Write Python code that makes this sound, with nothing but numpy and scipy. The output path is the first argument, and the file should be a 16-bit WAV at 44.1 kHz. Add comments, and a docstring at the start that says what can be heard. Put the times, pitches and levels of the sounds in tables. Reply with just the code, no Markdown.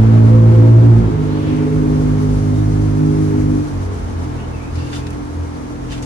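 """Ceiling fan under a motor drone

A ceiling fan turns in a small room with a soft rush of air, under a loud motor drone, likely an engine
beyond the wall. The motor slows in two steps and grows quieter; its harmonics slide through the room's
standing waves, which make them boom. Wavering whines, a few soft swishes and faint squeaks pass.
Near the end a hand rustles and knocks on the microphone's case."""
import sys
import numpy as np
from scipy import signal
from scipy.fft import rfft, irfft, next_fast_len
from scipy.io import wavfile
from scipy.ndimage import uniform_filter1d, minimum_filter1d

SR = 44100
rng = np.random.default_rng(int(sys.argv[2]) if len(sys.argv) > 2 else 0)


def log_audio(samples):
    """Write samples as a 16-bit WAV file to the path given in sys.argv[1]."""
    # one column per channel
    frames = np.atleast_2d(samples).T
    # limit to full scale, then quantise
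    limited = np.clip(frames, -1, 1)
    pcm = np.round(limited * 32767).astype(np.int16)
    wavfile.write(sys.argv[1], SR, pcm)


N = 266937
TIME = np.arange(N) / SR
FFT_SIZE = next_fast_len(N, real=True)
FREQS = np.maximum(np.arange(FFT_SIZE // 2 + 1) * SR / FFT_SIZE, 1)
SIDE = np.array([[1], [-1]])  # adds on the left, subtracts on the right
FADING_HZ = 1.7  # how fast the rumble and the low harmonics drift in level

# Fader ride for the rumble and the motor's fundamental. Each row: time in seconds, relative level in dB.
RUMBLE_RIDE = [(0, -24), (0.65, -21), (1.05, -22), (1.3, -26), (1.6, -28), (1.9, -24.5), (2.9, -30),
               (3.4, -25.5), (4.05, -24), (4.25, -32.5), (6.05, -36)]
# Resonances of the microphone's case. Each row: pitch in Hz, time to fall 60 dB in seconds,
# relative level when knocked in dB, boost when rubbed in dB.
CASE_RESONANCES = [(1390, 0.1, 1, -1), (2330, 0.065, -8, 4.5), (2720, 0.05, -4, 7), (3030, 0.06, -2, 6),
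                   (3550, 0.067, -0.5, 4.5), (4530, 0.06, -11, -1.5), (4830, 0.04, -14, 3.5),
                   (6470, 0.05, -16, 3)]


def undb(db):
    """Decibels to gain."""
    return 10 ** (np.asarray(db) / 20)


def unit(x):
    """Scale to rms 1."""
    return x / np.sqrt(np.mean(np.abs(x) ** 2))


def curves(table):
    """Turn a table of timed points into one automation curve per value column."""
    times, *columns = np.transpose(table)
    return [np.interp(TIME, times, column) for column in columns]


def across(points):
    """Spread (Hz, value) points over the whole spectrum."""
    hz, value = np.transpose(points)
    return np.interp(np.log(FREQS), np.log(hz), value)


def drift(rate_hz, points=8192):
    """A smooth random wobble, rms 1, that rolls off above rate_hz."""
    hz = np.arange(points // 2 + 1) * SR / N
    slow = irfft(rfft(rng.standard_normal(points)) * np.exp(-(hz / rate_hz) ** 2))
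    return np.interp(np.arange(N), np.linspace(0, N, points), unit(slow))


def room_noise(eq_db):
    """Stereo noise shaped by an EQ curve, narrow in the bass and wide above; the mid has rms 1."""
    # Stereo image. Each row: frequency in Hz, correlation of left and right.
    likeness = [(35, 0.63), (60, 0.99), (150, 0.45), (300, -0.033), (450, 0.64), (620, -0.31), (900, -0.44),
                (1400, -0.22), (2500, 0.03), (12000, -0.16)]
    correlation = across(likeness)
    gains = [undb(eq_db) * np.sqrt(1 + sign * correlation) for sign in (1, -1)]
    mid, side = (irfft(rfft(rng.standard_normal(FFT_SIZE)) * gain)[:N] for gain in gains)
    return (mid + SIDE * side) / np.std(mid)


def standing_waves(hz):
    """The room booms as a pitch crosses its modes; returns phase shift, mid gain and side gain."""
    # Each row: centre in Hz, width in Hz, mid gain in dB, side gain in dB.
    room_modes = [(52, 8.7, -20, -30.5), (84, 24, -26.5, -45), (127.4, 7.7, 13.5, -15),
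                  (165.6, 7.8, 2.5, -4), (208, 10, -60, -9), (224.4, 3.96, 5.5, -8), (254.95, 6.4, 4, -1.5),
                  (280.8, 4.4, -14.5, -22.5), (295.2, 2.58, 11.5, 12), (306.6, 3.9, 1, -2),
                  (340.7, 4.1, -4, -19), (388, 8.3, -35, -11), (413.4, 5.7, -3.5, -5.5),
                  (508.6, 4.2, -5.5, -9.5), (623, 23, -18, -17), (734, 24, -28, -23.5), (844, 18, -28, -22)]
    centre, width, mid_db, side_db = np.transpose(room_modes)[:, :, None]
    grid_hz = np.arange(20, 1000)
    response = 1 / (1 + 2j * (grid_hz - centre) / width)
    shift = np.unwrap(np.angle(np.sum(response * undb(mid_db), axis=0)))
    gains = [np.linalg.norm(response * undb(db), axis=0) for db in (mid_db, side_db)]
    return [np.interp(hz, grid_hz, column) for column in (shift, *gains)]


def harmonic(phase, hz, order, flutter_hz=9):
    """One motor harmonic in the room, and its mid gain; uneven firings make higher ones flutter more."""
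    shift, mid, side = standing_waves(order * hz)
    depth = 0.044 + 0.06 * order * (hz / hz.max()) ** 5  # the slow motor runs smoother
    angle = order * phase + shift + depth * drift(flutter_hz)
    wave = mid * np.cos(angle) - SIDE * side * np.sin(angle)
    return np.sqrt(2) * wave * (1 + depth * drift(flutter_hz)), mid


def drone_levels(hz, ring_s=0.047):
    """Three dB rides that follow the motor's speed: second harmonic, third harmonic, upper drone."""
    # How the drone carries at each speed. Each row: firing rate in Hz, the three relative levels in dB.
    carry = [(41.2, -32, -29, -33), (41.9, -24, -31, -29.5), (45.57, -27.5, -45.5, -33.5),
             (46.9, -23.5, -26.5, -27), (48.92, -30, -26.5, -28.5), (50.9, -22, -17, -18),
             (53, -18.5, -24, -24.5), (55.8, -15.5, -11, -18), (55.8, -6, -23, -10.5),
             (55.92, -6.5, -23.5, -16)]
    # Slow swells. 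Each row: time in seconds, the three offsets in dB.
    swells = [(0, -1, -2, -5), (0.2, -1.5, 0, 2.5), (0.9, 2.5, 1, -2.5), (1.25, -0.5, 2, -2.5),
              (1.5, -4, -3, -1.5), (1.9, -2, 4, 1.5), (2.35, 2.5, 1, -1.5), (2.75, 5, 0, -3),
              (3.05, 2, 3, 1), (3.5, 3, -3, -0.5), (4.3, 1.5, 5, -1.5), (4.6, -5.5, -2.5, -7),
              (4.78, 4, 5.5, -3), (5.0, -14, 3, -2), (5.2, -21, -5, -3), (5.4, 0.5, -4, -4.5),
              (5.6, -27, -3, -2.5), (6.05, -19, 6, -1)]
    # The drone falters and rebounds as the speed changes.
    # Each row: centre in seconds, half length in seconds, the three offsets in dB.
    falters = [(1.029, 0.016, -6, -8, 2.5), (1.07, 0.027, 4.5, -5.5, 3.5), (1.103, 0.0086, -15, -30, 8),
               (1.154, 0.022, 0, 0, -9), (3.672, 0.037, -10, -2, -1.5), (3.98, 0.026, -17, -3, -4),
               (4.072, 0.022, -8, -11, -5)]
    rates, *columns = np.transpose(sorted(carry))
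    # the room's ringing rounds off the level changes that come with speed
    speed_db = [uniform_filter1d(np.interp(hz, rates, db), int(ring_s * SR)) for db in columns]
    falter_db = sum(np.outer(db, np.exp(-((TIME - at) / half) ** 2)) for at, half, *db in falters)
    return np.add(speed_db, curves(swells)) + falter_db


def motor(third_trim_db=-1.43, roar_db=-19):
    """The motor's firings make a weak fundamental, two booming harmonics, an upper stack and a roar."""
    # Each row: time in seconds, firing rate in Hz.
    speed = [(0, 55.8), (0.3, 56.2), (0.6, 56.5), (0.9, 57.73), (1.0, 55.92), (1.15, 51.7), (1.25, 51),
             (1.45, 51.1), (2.3, 51.26), (2.75, 51.32), (3.3, 51.42), (3.55, 50.9), (3.85, 46.08),
             (4, 46.07), (4.3, 41.8), (4.5, 41.2), (4.8, 41.9), (6.05, 41.9)]
    # Firing rates in Hz at the fast, middle and slow step.
    step_hz = [57.3, 49.7, 40.6]
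    # Each row: harmonic number, then its weight in dB at the fast, middle and slow step.
    upper_harmonics = [(4, -1.5, 1.5, 0.5), (5, 2, 1.5, 6), (6, 5, 5.5, 8.5), (7, -1, 4.5, 4),
                       (8, 2.5, 1, 6), (9, -2, 0, 5.5), (10, -6, -9.5, -16), (11, -1, -4, -5),
                       (13, -5, -3, -8), (15, -0.5, -13, -9), (17, -2, -6.5, -13)]
    # The sixth harmonic fades in and out. Each row: time in seconds, offset to its weight in dB.
    sixth_ride = [(0, -3), (1.0, -4.5), (1.35, 0.5), (1.9, -5.5), (2.3, -13.5), (2.6, 0), (3.5, -1),
                  (4.3, -0.5), (4.8, -7.5), (6.05, 1)]
    # Where the boom sits. Each row: time in seconds, left minus right in dB.
    boom_pan = [(0, -2.5), (0.8, -0.5), (1.3, -5), (2.2, -2.5), (3.2, -3.5), (3.8, -0.5), (6.05, 0.5)]
    # Each row: frequency in Hz, relative level in dB.
    roar_eq = [(100, -26), (190, -10.5), (240, 3), (310, 5), (380, -7.5), (500, -6.5), (900, -39.5)]
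    hz, = curves(speed)
    rumble_db, = curves(RUMBLE_RIDE)
    pan_db, = curves(boom_pan)
    sixth_db, = curves(sixth_ride)
    second_db, third_db, upper_db = drone_levels(hz)
    first_db = rumble_db - 7 + 5.5 * drift(FADING_HZ)
    phase = 2 * np.pi * np.cumsum(hz) / SR
    boom, stack, power = 0, 0, 0
    for order, db in enumerate([first_db, second_db, third_db + third_trim_db], 1):
        wave, room_gain = harmonic(phase, hz, order)
        boom = boom + wave / room_gain * undb(db + drift(FADING_HZ))
    # the upper harmonics share one level; whichever sits on a standing wave takes most of it
    for order, *step_db in upper_harmonics:
        db = np.interp(hz, step_hz[::-1], step_db[::-1])
        wave, room_gain = harmonic(phase, hz, order)
        weight = undb(db + sixth_db * (order == 6))
        stack = stack + weight * wave
        power = power + (weight * room_gain) ** 2
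    roar = room_noise(across(roar_eq)) * undb(roar_db)
    return boom * undb(SIDE * pan_db / 2) + (stack / np.sqrt(power) + roar) * undb(upper_db)


def rumble(trim_db=-3):
    """A bed of low noise in the room that ebbs unevenly."""
    # Each row: frequency in Hz, relative level in dB.
    rumble_eq = [(12, -22.5), (30, -18.5), (38, -10.5), (47, 6), (56, 10.5), (68, 0.5), (81, 0), (95, 4.5),
                 (130, -11), (200, -33), (600, -73.5)]
    ride_db, = curves(RUMBLE_RIDE)
    return room_noise(across(rumble_eq)) * undb(ride_db + trim_db + drift(FADING_HZ))


def reflections(points=1500, ripple_db=1.5):
    """Wall echoes comb a broad sound into fine peaks and dips: a random EQ ripple in dB."""
    return ripple_db * np.interp(FREQS, np.linspace(0, SR / 2, points), rng.standard_normal(points))


def fan(blade_hz=7.4, pulse_db=0.33, settle_s=4.06, hiss_pan_db=3.5):
    """A rush of air that starts strong and settles, and a thin hiss; both lift a touch at each blade."""
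    # Two EQ curves. Each row: frequency in Hz, relative level in dB.
    rush_eq = [(20, -26), (60, -18), (110, 7.5), (190, 7), (300, 9.5), (370, 2.5), (440, 5.5), (560, -2.5),
               (700, 0.5), (880, -0.5), (1200, -4.5), (1700, -10.5), (2500, -17), (4000, -23), (7000, -29),
               (12000, -41)]
    hiss_eq = [(300, -39), (1000, 13), (2500, -3), (4200, 2.5), (6400, 6), (7300, 0), (9300, 0),
               (11500, -5.5), (13000, -17)]
    # Each row: time in seconds, relative level in dB.
    hiss_ride = [(0, -59), (1.1, -59), (2.3, -51.5), (3.7, -52.5), (4.4, -56.5), (6.05, -56)]
    rush_db = -35 + 8.5 * np.exp(-TIME / settle_s)
    hiss_db = curves(hiss_ride)[0] + 4 + SIDE * hiss_pan_db / 2
    rush = room_noise(across(rush_eq) + reflections()) * undb(rush_db + 0.45 * drift(rate_hz=2.4))
    hiss = room_noise(across(hiss_eq)) * undb(hiss_db + 1.2 * drift(rate_hz=21))
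    return (rush + hiss) * undb(pulse_db * np.sin(2 * np.pi * blade_hz * TIME))


def blurred_tone(hz, width_hz, steady):
    """A tone whose level and phase wander around a steady core, smearing it into a band; rms 1."""
    phase = 2 * np.pi * np.cumsum(hz * np.ones(N)) / SR
    return unit((steady + drift(width_hz)) * np.cos(phase) + drift(width_hz) * np.sin(phase))


def hums():
    """Two narrow hums hang in the room throughout."""
    # Each row: pitch in Hz, width in Hz, level in dB.
    tones = [(81.2, 3.7, -32), (879, 35, -53)]
    return sum(undb(db) * blurred_tone(hz, width, steady=1.1) for hz, width, db in tones)


def glides(table, fade_s, width_hz, steady=0, waver=0):
    """Blurred tones that fade in, slide in pitch and fade out."""
    out = 0
    for start, length, hz, hz_per_s, db in table:
        age = np.clip(TIME - start, 0, length)
        envelope = np.minimum(np.minimum(age, length - age) / fade_s, 1)
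        pitch = (hz + hz_per_s * age) * (1 + waver * drift(1 / fade_s))
        out = out + undb(db) * envelope * blurred_tone(pitch, width_hz, steady)
    return out


def whines():
    """Wavering tones come and go beside the drone."""
    # Each row: start in seconds, length in seconds, pitch in Hz, glide in Hz per second, level in dB.
    tones = [(0.23, 0.96, 357.5, 0, -28), (1.02, 1.34, 432, -9, -32.5), (1.43, 0.58, 429, -3, -31),
             (1.1, 1.07, 329, -6, -37), (1.25, 0.675, 539, -5, -43.5), (1.205, 2.015, 560, 1.5, -47.5),
             (1.096, 1.86, 120.5, -1.5, -32), (1.693, 1.56, 46.2, 3, -26.5)]
    return glides(tones, fade_s=0.12, width_hz=9, steady=4)


def stroke(peak, rise, decay):
    """An envelope that swells to its peak and dies away; times in seconds."""
    return np.exp(-np.minimum(np.maximum((peak - TIME) / rise, (TIME - peak) / decay), 20))


def swishes(frame=1024):
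    """Soft bands of noise swell and fade, sliding down or holding their pitch."""
    # Each row: peak time, rise and decay in seconds, centre in Hz, glide in octaves per second,
    # width in octaves, level in dB.
    passes = [(0.36, 0.063, 0.12, 1045, -0.3, 0.22, -33), (1.5, 0.18, 0.23, 2440, -1.5, 0.84, -39.5),
              (3.35, 0.3, 0.17, 1600, 0, 0.74, -44)]
    hz, times, spectra = signal.stft(rng.standard_normal((2, N)), SR, nperseg=frame)
    out = 0
    for peak, rise, decay, centre, glide, width, db in passes:
        slide = glide * np.clip(times - peak, -rise, decay)
        octaves = np.log2(np.maximum(hz, 1) / centre)[:, None] - slide
        band = 1 / (1 + (octaves / width) ** 2) ** 2
        _, swish = signal.istft(spectra * band / np.linalg.norm(band, axis=0), SR, nperseg=frame)
        out = out + undb(db) * stroke(peak, rise, decay) * unit(swish[:, :N])
    return out


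def squeaks():
    """Faint raspy chirps, with a different grain left and right."""
    # Each row: start in seconds, length in seconds, pitch in Hz, glide in Hz per second, level in dB.
    chirps = [(1.28, 0.11, 3750, 7500, -51), (2.52, 0.14, 3693, 1200, -54), (4.36, 0.083, 2630, 600, -49),
              (4.38, 0.095, 2920, -300, -49), (4.515, 0.09, 2620, -900, -47), (4.58, 0.09, 2363, -500, -48),
              (4.6, 0.12, 2500, 500, -50), (4.765, 0.15, 2830, -1200, -47), (4.97, 0.18, 2540, 98, -49)]
    return np.array([glides(chirps, fade_s=0.0273, width_hz=140, waver=0.009) for _ in range(2)])


def hand_rustle(ring_width_hz=220, bite_db=5, bite_octaves=0.29):
    """Skin catches and slips on the case in short strokes that make it ring, each with its own bite."""
    # Each row: peak time, rise and decay in seconds, level in dB, tilt in dB per octave, bite in Hz.
    rubs = [(4.757, 0.003, 0.0079, -39.5, -3, 5400), (4.79, 0.032, 0.075, -39.5, -6, 4600),
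            (4.931, 0.0033, 0.0099, -33, -12, 3400), (4.962, 0.041, 0.038, -34.5, -0.5, 3300),
            (5.069, 0.0014, 0.005, -33.5, -3.5, 3900), (5.106, 0.0019, 0.0059, -39, 3, 9100),
            (5.131, .002, 0.0081, -42, -5, 2900), (5.924, 0.017, 0.034, -31.5, -3.5, 3150),
            (5.984, 0.0074, 0.0081, -41, -4, 3000), (6.027, 0.0031, 0.021, -34.5, 0, 6300)]
    # Tone of the rubbed case. Each row: frequency in Hz, relative level in dB.
    case_eq = [(200, -48.5), (1000, -24), (1400, -4), (2100, -7), (3100, -10), (4200, -4.5), (6500, -5.5),
               (7500, -7), (11500, -13), (13000, -35)]
    grain = unit(undb(0.5 * drift(rate_hz=160)))
    ring_db = sum(db / (1 + (2 * (FREQS - hz) / ring_width_hz) ** 2) for hz, _, _, db in CASE_RESONANCES)
    colour_db = across(case_eq) + ring_db + reflections()
    octaves = np.log2(np.maximum(FREQS, 1000))  # the tilt acts above 1 kHz
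    friction = rfft(rng.standard_normal((2, FFT_SIZE)))
    out = 0
    for peak, rise, decay, db, tilt, bite_hz in rubs:
        bite = bite_db * np.exp(-(np.log2(FREQS / bite_hz) / bite_octaves) ** 2)
        rub = irfft(friction * undb(colour_db + bite + tilt * octaves))[:, :N]
        out = out + undb(db) * stroke(peak, rise, decay) * unit(rub)
    return out * grain


def finger_knocks(contact_s=0.001):
    """A finger strikes the case, whose modes ring on and reach left and right in their own phase."""
    # Each row: start in seconds, level in dB.
    hits = [(4.931, -30), (4.946, -37), (4.963, -35), (5.07, -41)]
    out = np.zeros((2, N))
    for start, db in hits:
        age = TIME[TIME >= start] - start
        attack = 1 - np.exp(-age / contact_s)
        for hz, t60, mode_db, _ in CASE_RESONANCES:
            decay = np.exp(-np.log(1000) * np.minimum(age / t60, 2))
            ring = np.sin(2 * np.pi * (hz * age + rng.random((2, 1))))
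            out[:, N - len(age):] += undb(db + mode_db) * attack * decay * ring
    return out


def scene():
    """Mix the drone and lesser tones, the moving air and the hand on the case."""
    tones = motor() + whines() + hums() + squeaks()
    air = rumble() + fan() + swishes()
    return tones + air + hand_rustle() + finger_knocks()


def record(dry, limiter_samples=500, top_hz=12400):
    """A limiter holds the peaks at full scale, then a steep low-pass cuts the top."""
    needed_gain = 1 / np.maximum(np.abs(dry).max(axis=0), 1)
    gain = uniform_filter1d(minimum_filter1d(needed_gain, limiter_samples), limiter_samples)
    low_pass = signal.ellip(8, 0.02, 50, top_hz, fs=SR, output="sos")
    return signal.sosfiltfilt(low_pass, dry * gain)


dry = scene()
out = record(dry)
log_audio(out)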